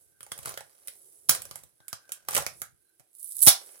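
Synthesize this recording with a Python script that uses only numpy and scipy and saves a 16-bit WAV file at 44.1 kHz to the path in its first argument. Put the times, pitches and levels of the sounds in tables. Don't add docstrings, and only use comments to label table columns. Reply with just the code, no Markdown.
import sys
import numpy as np
from scipy import signal
from scipy.fft import rfft, irfft
from scipy.io import wavfile
from scipy.ndimage import uniform_filter1d

SR = 44100
rng = np.random.default_rng(int(sys.argv[2]) if len(sys.argv) > 2 else 0)


def dump_mix(stems):
    frames = np.atleast_2d(stems).T
    limited = np.clip(frames, -1, 1)
    pcm = np.round(limited * 32767).astype(np.int16)
    wavfile.write(sys.argv[1], SR, pcm)


N = 167580
T = np.arange(N) / SR

# (time [s], crack level [dB], shell knock level [dB],
# pitch of the buckling patch [Hz], thud level [dB])
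BUCKLES = [(.207, -38, -40.5, 1590, -53), (0.2298, -34.5, -45.5, 1170, -53), (.265, -41, -46, 820, -71),
           (0.318, -25.5, -27.5, 3480, -36.5), (0.3774, -34.5, -51, 830, -56),
           (.389, -30, -39.5, 1050, -40), (0.4301, -36, -59, 660, -55), (0.4577, -23, -28.5, 1400, -39.5),
           (0.473, -32, -33, 960, -35.5), (0.4923, -26.5, -63, 1250, -46), (0.5116, -53, -38, 1180, -49),
           (0.5406, -40.5, -36.5, 4900, -52), (0.5744, -29.5, -27.5, 1710, -50), (.607, -40, -37, 890, -49),
           (0.8735, -30, -52, 5730, -75), (.882, -24, -41, 6010, -53), (1.3475, -28, -36, 1250, -53),
           (1.35, -20.5, -34, 1600, -64), (1.4196, -27, -49, 830, -65), (1.453, -32, -40, 5930, -57),
           (1.5113, -33, -33.5, 4300, -43), (1.557, -28, -40, 1120, -49), (1.6362, -39.5, -53, 483, -51.5),
           (1.803, -69, -51, 600, -52.5), (1.8821, -27.5, -48, 1440, -80), (1.929, -28, -25, 5500, -34),
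           (2.0928, -45.5, -40, 1340, -80), (2.1195, -20.5, -38.5, 6950, -73),
           (2.2865, -19, -22, 1170, -38), (2.3092, -26, -34, 1550, -46), (2.3301, -30, -33.5, 750, -40),
           (2.343, -19.5, -38.5, 1500, -42.5), (2.3491, -14, -26.5, 1630, -29),
           (2.3534, -29, -20.5, 2700, -42), (2.3654, -16.5, -17.5, 2620, -40),
           (2.3765, -16, -21.5, 1400, -29.5), (2.3824, -35, -21, 800, -33.5), (2.4229, -33, -34, 540, -49),
           (2.4648, -23.5, -21.5, 2450, -34), (2.618, -22, -29, 1246, -39.5),
           (2.997, -46, -51.5, 664, -54.5), (3.004, -55, -58, 721, -54.5)]
# (time [s], crack level [dB], thud level [dB], decay [ms])
JUMPS = [(1.2876, -18, -40, 5.2), (1.293, -2, -35, 1.9), (1.2953, -3, -26, 2.6),
         (1.3099, -13.5, -30.5, 0.38), (3.4644, -10, -60.5, 2.4), (3.4706, 3, -40, 4.9),
         (3.479, 3.5, -46, 4.2), (3.483, 4, -46, 7.3)]
# (frequency [Hz], level [dB])
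CRACK_COLOUR = [(300, -38.5), (2000, -17.5), (4000, -17.5), (6500, -11), (8500, -5), (10000, -1),
                (11500, -6.5), (13500, -5.5), (16000, -15)]
# (frequency [Hz], level [dB])
BODY_COLOUR = [(60, -26), (200, -17), (380, -4.5), (560, 3.5), (800, -8.5), (1500, -1.5), (2200, -7),
               (3200, -9.5), (6000, -4.5), (9000, -14), (16000, -12)]
# (frequency [Hz], level [dB])
THUD_COLOUR = [(15, -36), (40, -9), (75, 3), (150, -1), (260, -10), (430, -19), (900, -35), (3000, -60)]


def amp(db):
    return 10 ** (np.asarray(db) / 20)


def unit(x):
    return x / np.sqrt(np.mean(x ** 2) + 1e-20)


def read(points, hz):
    f, value = np.transpose(points)
    return np.interp(np.log(hz + 1), np.log(f + 1), value)


def level(points):
    return amp(np.interp(T, *np.transpose(points)))


def add(mix, s, sound):
    part = mix[:, round(s * SR):][:, :sound.shape[1]]
    part += sound[:, :part.shape[1]]


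def resonate(x, hz, width_hz):
    return signal.lfilter(*signal.iirpeak(hz, hz / width_hz, SR), x)


def colour(x, points, size=4096):
    hz = abs(np.fft.fftfreq(size, 1 / SR))
    gain = unit(amp(read(points, hz)))
    spectrum = np.exp(np.conj(signal.hilbert(np.log(gain))))
    taps = np.fft.ifft(spectrum).real
    return signal.oaconvolve(x, taps[None], axes=1)[:, :N]


def ports(size):
    likeness = 0.4
    a, b = rng.standard_normal((2, size))
    return np.array([likeness * a + np.sqrt(1 - likeness ** 2) * b, a])


def flexed(x, count=6):
    lowest_hz, highest_hz, width_hz, gain_db = 1000, 4000, 130, -2
    modes = np.exp(rng.uniform(np.log(lowest_hz), np.log(highest_hz), count))
    return x + amp(gain_db) * sum(resonate(x, hz, width_hz) for hz in modes)


def bursts(rows, rough=0.69, size=3000):
    out = np.zeros((2, N))
    ms = np.arange(size) * 1000 / SR
    for s, db, decay_ms in rows:
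        unevenness = unit(uniform_filter1d(rng.standard_normal(size), 20))
        slips = np.exp(rough * unevenness)
        burst = flexed(ports(size) * slips * np.exp(-ms / decay_ms))
        add(out, s, amp(db) * unit(burst) / np.sqrt(ms[-1]))
    return out


def grains(per_s, spread_db, decay_s):
    starts = rng.random(N) < per_s / SR
    sizes = amp(spread_db * np.minimum(rng.exponential(1, N), 3)) * starts
    envelope = signal.lfilter([1], [1, -np.exp(-1 / (decay_s * SR))], sizes)
    return unit(envelope * ports(N))


def push(s, db):
    lag_s = .001
    out = np.zeros((2, N))
    size = amp(db) * np.sqrt(SR / 1000)
    out[1, round(s * SR)] = size
    out[0, round((s + lag_s) * SR)] = -size
    return out


def whine(curve, hz):
    width_hz = 130
    tone = resonate(resonate(ports(N), hz, width_hz), hz, width_hz)
    return level(curve) * unit(tone)


def background():
    # (frequency [Hz], level [dB])
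    noise_colour = [(20, -11.5), (200, -15), (350, -1), (600, -13), (1100, -19.5), (2500, -18.5),
                    (10000, -18), (16000, -37.5)]
    # (time [s], level [dB])
    low_whine = [(.08, -90), (.18, -73), (.35, -105), (1.77, -100), (1.81, -68.5), (2.2, -70.5),
                 (2.7, -97.5), (2.9, -78), (3.0, -99)]
    # (time [s], level [dB])
    high_whine = [(2.78, -105), (2.89, -82), (2.98, -102)]
    noise_db = -78
    noise = amp(noise_db) * colour(rng.standard_normal((2, N)), noise_colour)
    return noise + whine(low_whine, hz=1550) + whine(high_whine, hz=4070)


def rubbing():
    # (time [s], level [dB])
    slide = [(0, -60.5), (.08, -67.5), (.13, -76), (.38, -58), (.72, -67), (.96, -56.5), (1.26, -60.5),
             (1.6, -60), (1.73, -80.5), (1.87, -71), (2.24, -85), (2.6, -54.5), (2.72, -86), (3.1, -103),
             (3.55, -53), (3.8, -57.5)]
    # (time [s], level [dB])
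    scrape = [(.17, -80), (.32, -60), (.44, -55), (.49, -44), (.61, -72), (.7, -66.5), (1.28, -81),
              (1.32, -34.5), (1.42, -61), (1.6, -61.5), (1.72, -81.5), (2.27, -66.5), (2.3, -41),
              (2.39, -33.5), (2.44, -52.5), (2.7, -90), (3.5, -83.5), (3.6, -57), (3.8, -63.5)]
    # (frequency [Hz], level [dB])
    skin_colour = [(60, -24), (420, -4), (900, -23), (2500, -28.5), (6000, -14.5), (9200, -4.5),
                   (9950, 3.5), (10700, -2), (11500, -1.5), (13000, -8), (16000, -15)]
    hiss = level(slide) * grains(per_s=4000, spread_db=2.5, decay_s=.0008)
    grit = level(scrape) * grains(per_s=650, spread_db=4.5, decay_s=.0005)
    hollow = amp(-1.5) * colour(grit, BODY_COLOUR)
    bright = amp(-3.5) * colour(grit[::-1], CRACK_COLOUR)
    return hollow + bright + colour(hiss, skin_colour)


def grip_rumble():
    # (time [s], level [dB])
    grip = [(.2, -80), (.48, -55), (.75, -85), (1.25, -78), (1.33, -55), (1.62, -65), (1.78, -85),
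            (2.25, -76), (2.39, -44), (2.44, -57), (2.75, -70), (2.85, -92)]
    band_hz, lag_s = (52, 130), .0022
    band = signal.butter(2, band_hz, "band", fs=SR, output="sos")
    rumble = level(grip) * unit(signal.sosfilt(band, rng.standard_normal(N)))
    return np.array([-np.roll(rumble, round(lag_s * SR)), rumble])


def buckling():
    decay_ms = 1.4
    ring_db, ring_width = -6, .14
    ms = np.arange(3000) * 1000 / SR
    rings = np.zeros((2, N))
    for s, _, db, hz, _ in BUCKLES:
        ring = resonate(ports(len(ms)) * np.exp(-ms / decay_ms), hz, hz * ring_width)
        add(rings, s, amp(db + ring_db) * unit(ring) / np.sqrt(ms[-1]))
    cracks = bursts([(s, db, decay_ms) for s, db, *_ in BUCKLES])
    knocks = bursts([(s, db, decay_ms) for s, _, db, *_ in BUCKLES])
    return colour(cracks, CRACK_COLOUR) + amp(-2.0) * colour(knocks, BODY_COLOUR) + rings


def thuds():
    boom_hz, boom_width_hz, boom_db = 118.1, 17, 0.5
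    click_pushes = sum(push(s, db) for s, *_, db in BUCKLES)
    snap_pushes = sum(push(s, db) for s, _, db, _ in JUMPS)
    jerks = colour(click_pushes + snap_pushes, THUD_COLOUR)
    return jerks + amp(boom_db) * resonate(jerks, boom_hz, boom_width_hz)


def snapping():
    # (frequency [Hz], level [dB])
    snap_colour = [(80, -29.5), (300, -16.5), (750, -13.5), (1400, -15), (2200, -17.5), (3300, -10.5),
                   (5500, -4), (7500, -7.5), (10000, 1), (12000, -4.5), (16000, -5)]
    return colour(bursts([(s, db, decay_ms) for s, db, _, decay_ms in JUMPS]), snap_colour)


def peeling():
    # (time [s], level [dB])
    ticks = [(3.151, -40.5), (3.2297, -30), (3.2448, -30.5), (3.306, -36), (3.3215, -26.5), (3.3538, -32),
             (3.3673, -25), (3.3822, -35), (3.391, -22), (3.4056, -20.5), (3.418, -21), (3.4209, -11),
             (3.4264, -12), (3.4291, -12), (3.4338, -7.5), (3.4358, -20), (3.4497, -13), (3.4537, -23),
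             (3.4625, -25)]
    # (time [s], level [dB])
    crackle_curve = [(3.1, -71), (3.16, -55.5), (3.23, -43.5), (3.29, -42), (3.35, -41.5), (3.41, -35),
                     (3.43, -15.5), (3.446, -27), (3.468, -10), (3.49, -59)]
    # (frequency [Hz], level [dB])
    seam_colour = [(100, -47), (2500, -44.5), (4200, -26), (6500, -24), (8300, -12.5), (10000, -2),
                   (11300, -7.5), (13000, -7.5), (16000, -21)]
    tick_decay_ms = 0.76
    left_db, right_db = -3, 1
    crackle = level(crackle_curve) * grains(per_s=900, spread_db=3, decay_s=.0004)
    spots = bursts([(s, db, tick_decay_ms) for s, db in ticks])
    return colour(spots + amp(-1.5) * crackle, seam_colour) * amp([[left_db], [right_db]])


def recoil():
    return colour(push(s=3.4718, db=-9), THUD_COLOUR)


def shell(x):
    # (frequency [Hz], width [Hz], gain [dB])
    resonances = [(693, 360, -7.5), (779, 50, -5), (1040, 18, -27), (1180, 80, -12), (1450, 110, -5.5),
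                  (3065, 360, -14.5), (8000, 160, -12), (10020, 90, -13)]
    return x + sum(amp(db) * resonate(x, hz, width_hz) for hz, width_hz, db in resonances)


def room(x, size=16384):
    # (frequency [Hz], time [s])
    fall_times = [(60, 0.051), (260, 0.04), (700, 0.24), (1840, 0.21), (4850, 0.22), (12800, 0.13)]
    tail_db, near_db, near_decay_s = -4, -5, 0.0044
    t = np.arange(size) / SR
    hz, frames_s, z = signal.stft(rng.standard_normal((2, size)), SR, nperseg=256)
    fading = z * amp(-60 * frames_s / read(fall_times, hz)[:, None])
    tail = signal.istft(fading, SR, nperseg=256)[1][:, :size]
    near = rng.standard_normal((2, size)) * np.exp(-t / near_decay_s)
    tail = amp(tail_db) * unit(tail * np.minimum(t / 0.0014, 1))
    near = amp(near_db) * unit(near * np.minimum(t / 0.00099, 1))
    return signal.fftconvolve(x, (tail + near) / np.sqrt(size), axes=1)[:, :N]


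def facing(x):
    # (frequency [Hz], left minus right [dB])
    left_minus_right = [(500, -1), (1000, 2), (4200, 4.5), (8000, -4), (12500, 2)]
    tilt_db = read(left_minus_right, np.fft.rfftfreq(N, 1 / SR))
    return irfft(rfft(x) * amp(np.array([tilt_db, -tilt_db]) / 2), N)


def scene():
    left_lag = 12
    left_db, right_db = -2, 2.5
    quiet = background()
    plastic = amp(-2.0) * shell(rubbing() + buckling() + snapping() + peeling())
    low = grip_rumble() + thuds() + recoil()
    left, right = plastic
    direct = np.array([np.pad(left, (left_lag, 0))[:N], right])
    wet = room(plastic + amp(-6) * low)
    return facing(direct + wet) * amp([[left_db], [right_db]]) + low + quiet


def record(dry):
    low_cut_hz, treble_limit_hz = 42, 16000
    rounded = dry / (1 + dry ** 6) ** (1 / 6)
    low_cut = signal.butter(2, low_cut_hz, "high", fs=SR, output="sos")
    treble_limit = signal.firwin(301, treble_limit_hz, window=("kaiser", 8), fs=SR)
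    return signal.oaconvolve(signal.sosfilt(low_cut, rounded), treble_limit[None], "same")


dry = scene()
out = record(dry)
dump_mix(out)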